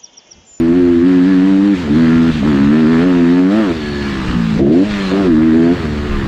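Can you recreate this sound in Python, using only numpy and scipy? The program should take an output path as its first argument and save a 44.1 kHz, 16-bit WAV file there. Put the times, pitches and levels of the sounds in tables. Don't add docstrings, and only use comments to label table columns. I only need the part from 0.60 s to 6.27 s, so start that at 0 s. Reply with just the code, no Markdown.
import sys
import numpy as np
from scipy import signal
from scipy.io import wavfile
from scipy.ndimage import uniform_filter1d, minimum_filter1d

SR = 44100
rng = np.random.default_rng(int(sys.argv[2]) if len(sys.argv) > 2 else 0)


def nominal_scale(level):
    x = np.asarray(level, float) / 20
    return 10 ** x


def to_wav(s):
    ch = np.atleast_2d(s).T
    pcm = np.round(np.clip(ch, -1, 1) * 32767)
    wavfile.write(sys.argv[1], SR, pcm.astype(np.int16))


N = 250047
MOVE_S = 0.02


def evened(x):
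    return x / np.sqrt(np.mean(x ** 2) + 1e-20)


def read(points, hz):
    f, value = np.transpose(points)
    return np.interp(np.log(hz + 1), np.log(f + 1), value)


def columns(rows):
    s, *cols = np.transpose(rows)
    return [np.interp(np.arange(N) / SR, s, c) for c in cols]


def held(rows):
    times, *cols = np.transpose(rows)
    at = np.maximum(np.searchsorted(times, np.arange(N) / SR, "right") - 1, 0)
    return [uniform_filter1d(c[at], int(MOVE_S * SR)) for c in cols]


def during(rows):
    t = np.arange(N) / SR
    gates = sum(share * ((t > start) & (t < end)) for start, end, share in rows)
    return uniform_filter1d(gates, int(MOVE_S * SR))


def bumps(rows):
    t = np.arange(N) / SR
    return sum(np.interp(t, [s - rise, s, s + fall], [0, top, 0]) for s, top, rise, fall in rows)


def wander(hz):
    size = max(int(SR / hz / 2), 1)
    once = uniform_filter1d(rng.standard_normal(N), size)
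    return evened(uniform_filter1d(once, size))


def noise(points, patchy_db, size=512):
    hop = size // 4
    real, imaginary, patches = rng.standard_normal((N // hop + 5, size // 2 + 1, 3)).T
    patches = evened(uniform_filter1d(uniform_filter1d(patches, 5, 0), 20, 1))
    colour = read(points, np.fft.rfftfreq(size, 1 / SR))[:, None]
    z = (real + 1j * imaginary) * nominal_scale(colour + patchy_db * patches)
    return evened(signal.istft(z, nperseg=size, noverlap=size - hop)[1][:N])


def resonate(x, hz, width):
    turn = np.exp(2j * np.pi * hz * np.arange(len(x)) / SR)
    r = np.exp(-np.pi * width / SR)
    return (turn * signal.lfilter([1], np.convolve([1, -r], [1, -r]), x / turn)).real


# time in seconds, firing rate in Hz.
GRIPPING_SPEED = [(0.0, 83.2), (0.405, 84), (1.135, 99), (1.27, 71), (1.39, 83), (1.705, 81.8),
                  (1.95, 68.1), (2.635, 83.8), (2.88, 94.1), (3.115, 81.5), (3.465, 69.6), (3.97, 52),
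                  (4.27, 106), (4.505, 92.4), (4.75, 76.6), (5.155, 86.3), (5.26, 76), (5.67, 65)]
# peak in seconds, change in Hz, rise in seconds, fall in seconds.
TYRE_SLIPS = [(.16, 6.5, 0.05106, .245), (.475, 7, 0.063, .16), (.69, 7.5, .055, .07),
              (.89, 3.5, 0.087, 0.0816), (1.06, 4, 0.11, 0.0747), (1.17, -5.5, 0.027, 0.0403),
              (1.21, 7, 0.043, 0.06085), (1.335, -4, .065, 0.0527), (1.49, -2.5, 0.12, .035),
              (1.735, -7, 0.024, 0.02924), (1.765, 2.5, 0.034, 0.061), (1.83, -10, 0.058, 0.0406),
              (1.87, 6, 0.03825, .08), (2.21, 7, 0.14, 0.0429), (2.31, 6.5, 0.05, .11),
              (2.46, 13, 0.086, .175), (2.975, 22, .095, .14), (3.03, 9, .07, .07), (3.145, 3, 0.036, .06),
              (3.21, -4, 0.079, .25), (4.0, 10, 0.0307, .07), (4.6, 14.5, .095, .15), (4.85, 2, 0.098, .07),
              (4.925, -2, .07, 0.043), (5.155, 4.5, 0.06, .08), (5.465, 3, 0.079, 0.23)]


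def firing_rate():
    return uniform_filter1d(columns(GRIPPING_SPEED)[0] + bumps(TYRE_SLIPS), int(0.036 * SR))


# start in seconds, end in seconds, share from 0 to 1.
WHEELSPIN = [
    (1.18, 1.32, .5),
    (1.71, 1.9, .6),
    (2.9, 3.14, .6),
    (3.98, 4.24, .9),
    (4.51, 4.7, .9),
]


def wheelspin():
    return during(WHEELSPIN)


# start in seconds, end in seconds, share from 0 to 1.
COASTING = [
    (3.15, 3.75, .5),
    (4.26, 4.515, 1),
]


def coasting():
    return during(COASTING)


# frequency in Hz, level in dB.
AIRBOX_OPEN = [(120, -35), (165, -20.5), (200, -14.5), (250, -7.5), (330, -10.5), (370, -20.5), (420, -28),
               (500, -27.5)]
# frequency in Hz, level in dB.
AIRBOX_SHUT = [(110, -37), (140, -32.5), (200, -23), (270, -31.5), (350, -27.5), (420, -34.5), (530, -47.5)]


def airbox(hz, throttle, tuning, thud_db, bark_db):
    free = coasting()
    levels_db = []
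    for k in range(2, 6):
        opened = throttle * read(AIRBOX_OPEN, k * hz / tuning)
        shut = (1 - throttle) * read(AIRBOX_SHUT, k * hz)
        crank_db = 0.5 * free * (-1) ** k
        levels_db.append(opened + shut + thud_db * (k == 2) + bark_db * (k == 5) + crank_db)
    return levels_db


# firing rate in Hz, level in dB.
FIRST_ORDER = [(50, -33.5), (72, -31.5), (85, -32), (95, -40), (115, -33)]


def boom(turns, hz, levels_db):
    spin = wheelspin()
    out = nominal_scale(read(FIRST_ORDER, hz) + 2.3 * wander(1.5)) * np.cos(2 * np.pi * turns)
    dispersion = 1.2 * np.clip((hz - 55) / 20, 0, 1)
    for k, db in enumerate(levels_db, 2):
        rough = spin * wander(61)
        lag = dispersion * (k - 3.5) ** 2 + 2.12 * (k - 1) + .25 * wander(2) + .22 * rough
        level = nominal_scale(db + 1.1 * wander(30) + 1.5 * rough)
        out = out + level * np.cos(2 * np.pi * k * turns - lag)
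    return np.sqrt(2) * out


def orders(turns, hz, colour, numbers, shimmer_db):
    free, spin = coasting(), wheelspin()
    shaky = turns + (.002 + .012 * spin) * wander(60)
    out, power = 0, 0
    for k in numbers:
        crank_db = free * (-6 * (k % 2) + 4 * (k % 6 == 0) + 3 * (k == 6))
        dulling_db = 14 * spin * np.log2(k)
        height = nominal_scale(read(colour, k * hz) + crank_db - dulling_db)
        drift = .33 * wander(5) - .03 * max(k - 10, 0) ** 2
        out = out + height * nominal_scale(shimmer_db * wander(9.5)) * np.cos(2 * np.pi * k * shaky + drift)
        power = power + height ** 2 / 2
    return out / np.sqrt(power)


# frequency in Hz, level in dB.
PIPE_COLOUR = [(300, 13), (400, 9), (500, 5), (580, 2), (680, 3.5), (780, -6.5), (900, -1.5), (1050, -6),
               (1300, -10)]


def pipe_note(turns, hz, level_db):
    return nominal_scale(level_db - 2.5) * orders(turns, hz, PIPE_COLOUR, range(6, 11), shimmer_db=3.0)


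# frequency in Hz, density in dB per Hz.
RASP = [(300, -28.5), (600, -9), (900, 0), (1300, 1.5), (1550, 0), (1750, 3.5), (2200, -8.5), (3000, -17.5),
        (4500, -36.5)]
# frequency in Hz, density in dB per Hz.
CLATTER = [(1500, -3), (2600, -2), (3800, -6), (4400, -8), (5000, -13.5), (5800, -17), (7400, -20),
           (8600, -27.5), (9800, -35.5), (11300, -41.5), (12200, -35.5), (13400, -63), (15400, -39.5),
           (20000, -76.5)]


def rattle(turns, hz, rasp_db, clatter_db, pulsing):
    blow = nominal_scale(0.52 * rng.standard_normal(N)[turns.astype(int)])
    main_burst = blow * np.exp(-((turns + 0.24) % 1) / 0.42)
    burst = main_burst + 0.23 * np.exp(-((turns + 2.0) % 1) / 0.21)
    burst = evened(uniform_filter1d(burst, 30))
    share = np.clip(pulsing, .35, .88)
    gate = np.sqrt(1 - .7 * share + .7 * share * burst ** 2)
    crack = np.sqrt(share) * orders(turns + .3, hz, RASP, range(11, 34), shimmer_db=2.6)
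    rush = np.sqrt(1 - share) * gate * noise(RASP, patchy_db=-0.5)
    valves = nominal_scale(clatter_db + 1.5) * np.sqrt(gate) * noise(CLATTER, patchy_db=1.5)
    return nominal_scale(rasp_db) * (crack + rush) + valves


# time in seconds, flutter level in dB.
AIRFLOW = [(0, -31), (1.07, -35.5), (1.17, -28), (1.7, -24), (2.08, -22.5), (2.2, -37), (2.29, -25),
           (2.43, -36), (2.87, -42.5), (3.16, -28), (3.76, -20.5), (3.84, -35), (3.99, -16), (4.18, -32.5),
           (4.3, -30), (4.95, -27.5), (5.2, -22.5), (5.67, -24)]
# peak in seconds, extra level in dB, length in seconds.
BUFFETS = [(1.561, 9, 0.055), (1.76, 20, .12), (2.083, 18, 0.078), (3.273, 21.5, 0.077), (3.469, 18, 0.12),
           (3.698, 20.5, 0.21), (4.498, 8, .06), (4.771, 7, 0.13), (5.217, 4, .06), (5.42, 11, .15),
           (5.571, 22, 0.11)]
# frequency in Hz, density in dB per Hz.
GUST = [(15, -9), (30, 0.5), (50, -5), (75, -16), (150, -33), (1000, -81.5), (20000, -130)]
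# frequency in Hz, density in dB per Hz.
FLUTTER = [(30, -24.5), (60, -5.5), (90, -4), (130, -5), (250, -8.5), (450, -16.5), (900, -48.5),
           (2000, -77.5), (20000, -130)]


def wind():
    flutter_db = columns(AIRFLOW)[0]
    gust_db = -41 + 0.22 * (flutter_db - flutter_db.mean())
    gust_db = gust_db + bumps([(s, db, length, length) for s, db, length in BUFFETS])
    gusts = nominal_scale(gust_db + 2.7 * wander(11.0)) * noise(GUST, patchy_db=-6.5, size=2048)
    flutter_level = nominal_scale(flutter_db - 1.0 + 0.57 * wander(4.3))
    return gusts + flutter_level * noise(FLUTTER, patchy_db=0.5, size=2048)


# start in seconds, end in seconds, frequency in Hz, width in Hz, level in dB.
CASING_RINGS = [(3.15, 3.62, 1710, 70, -31.5), (3.45, 3.95, 1200, 130, -35), (3.1, 3.62, 4380, 170, -38.5),
                (3.4, 3.6, 2300, 80, -38), (4.35, 4.55, 4200, 110, -39), (4.75, 5.67, 4400, 130, -49),
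                (1.45, 1.72, 1370, 110, -32), (.2, 1, 1720, 90, -39), (5.3, 5.67, 1200, 150, -40),
                (1.9, 2.45, 1380, 150, -35), (1.55, 1.8, 3400, 400, -42)]


def casing_rings(turns):
    knocks = evened(np.diff(np.floor(turns), prepend=0))
    out = np.zeros(N)
    for start, end, hz, width, db in CASING_RINGS:
        span = slice(int(start * SR), int(end * SR))
        shaking = knocks + 0.55 * rng.standard_normal(N)
        part = evened(resonate(shaking, hz, width))[span]
        out[span] += nominal_scale(db) * part * signal.windows.tukey(len(part), .8)
    return out


# start in seconds, level in dB, 60 dB decay time in seconds.
SLAMS = [
    (1.272, -19.5, .15),
    (1.825, -19, .2),
    (3.99, -13.5, .7),
    (4.513, -20, 0.23),
    (5.165, -30, 0.18),
]
# frequency in Hz, density in dB per Hz.
SLAM_COLOUR = [(60, -28.5), (150, -11.5), (300, 1.5), (600, 4), (800, -20.5), (1500, -42.5), (20000, -120)]


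def slams():
    t = np.arange(N) / SR
    shape = sum(np.clip((t - s) / 0.0037, 0, 1) * nominal_scale(db - 60 * abs(t - s) / t60) for s, db, t60 in SLAMS)
    return shape * noise(SLAM_COLOUR, patchy_db=2.5)


# time in seconds, throttle from 0 to 1, airbox tuning ratio under load, crank thud in dB.
THROTTLE = [(0, 0.83, 1.056, -0.5), (.2, 0.88, 1.09, -4.5), (.43, 1, 1, 0.1), (.6, 1, .91, -1.5),
            (1.15, 0.4, 0.83, -2.5), (1.22, 0.39, 0.83, -4), (1.3, 0.78, 0.96, 5), (1.36, 0.9, 0.92, 0.5),
            (1.71, 0, 0.57, 4), (1.74, 0.57, 0.78, -0.5), (1.85, .75, 0.94, 3), (2.0, 0.94, 0.88, 0.8),
            (2.12, 0.92, 0.92, 1), (2.44, 0.9, .98, 0.4), (2.9, 0.73, 1.02, 3.7), (3.03, 0.63, 1.06, -1.5),
            (3.125, .15, 0.99, -7), (3.17, 0.11, 1, -5), (3.75, 0.56, 0.71, -5.5), (4.002, 0.83, 0.97, 9.5),
            (4.1, 1, 1.045, 1.5), (4.24, 0, .9, 4.6), (4.38, 0.15, 1.17, 5.3), (4.515, 0.68, 1.13, 4.5),
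            (4.68, 0.87, 1.03, 0.5), (4.95, 0.87, 1, -.3), (5.14, 0.08, 0.9, -3.5), (5.24, 0.26, 0.8, -2.5),
            (5.41, 0, 0.78, -9), (5.5, 0, 1.1, 2)]
# time in seconds, bark of upper orders in dB,
# exposure to the exhaust in dB, exposure to the engine case in dB.
POSTURE = [(0, -2.5, -4, -3.5), (.3, -8.5, -3, -4), (.45, -4, -1.5, -0.5), (.85, -4, -2, 0),
           (1.15, -6, -3.2, 3), (1.24, -2, -4.5, -0.5), (1.35, 1, 2, 1.8), (1.72, -11, -7, 4),
           (1.8, -12, -2.5, 0.5), (1.85, 2.5, 3.5, 2), (2.0, 0, 3, 2), (2.12, 8, 4, 3),
           (2.44, 1.5, 1.6, 0.3), (2.8, -0.5, -1.2, -1.5), (2.9, 6.5, 2, 2.5), (3.12, 2, -4, 2),
           (3.42, 1, -0.3, 3.5), (3.75, -4, -2, 1.5), (3.98, 6.5, -1.2, 2), (4.015, 9, -5, -4.5),
           (4.12, 6, -7.5, 2), (4.24, 8, -9.5, 2.5), (4.3, 3, -1, 6.5), (4.52, 5, 2, 2.5),
           (4.68, -5, -0.4, -2.5), (4.93, 7, 0, -1), (5.12, 4, -0.4, 0.9), (5.26, 1.5, -3, -0.1),
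           (5.5, 1.6, 0.9, -0.5)]


def scene():
    hz = firing_rate()
    throttle, tuning, thud_db = held(THROTTLE)
    bark_db, exposed_db, case_db = held(POSTURE)
    throttle = np.clip(throttle, 0, 1)
    turns = .12 + np.cumsum(hz * (1 + .003 * wander(20))) / SR
    note_db = -34.5 + 5 * throttle + 0.54 * bark_db + 0.12 * exposed_db
    note_db = note_db + 3.5 * throttle * wheelspin()
    pulsing = .35 + .35 * throttle + .5 * coasting() + .045 * exposed_db
    engine = boom(turns, hz, airbox(hz, throttle, tuning, thud_db, bark_db))
    engine = engine + pipe_note(turns, hz, note_db)
    engine = engine + rattle(turns, hz, -31 + exposed_db, -34 + case_db, pulsing)
    return (engine + wind() + casing_rings(turns) + slams())[None]


def roll_off(x):
    return signal.sosfilt(signal.butter(12, 15700, fs=SR, output="sos"), x)


def record(dry):
    envelope = uniform_filter1d(-minimum_filter1d(-abs(dry), 700, axis=1), 700, axis=1)
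    held_down = dry / np.maximum(envelope / .72, 1) ** .8
    return roll_off(held_down)


dry = scene()
out = record(dry)
to_wav(out)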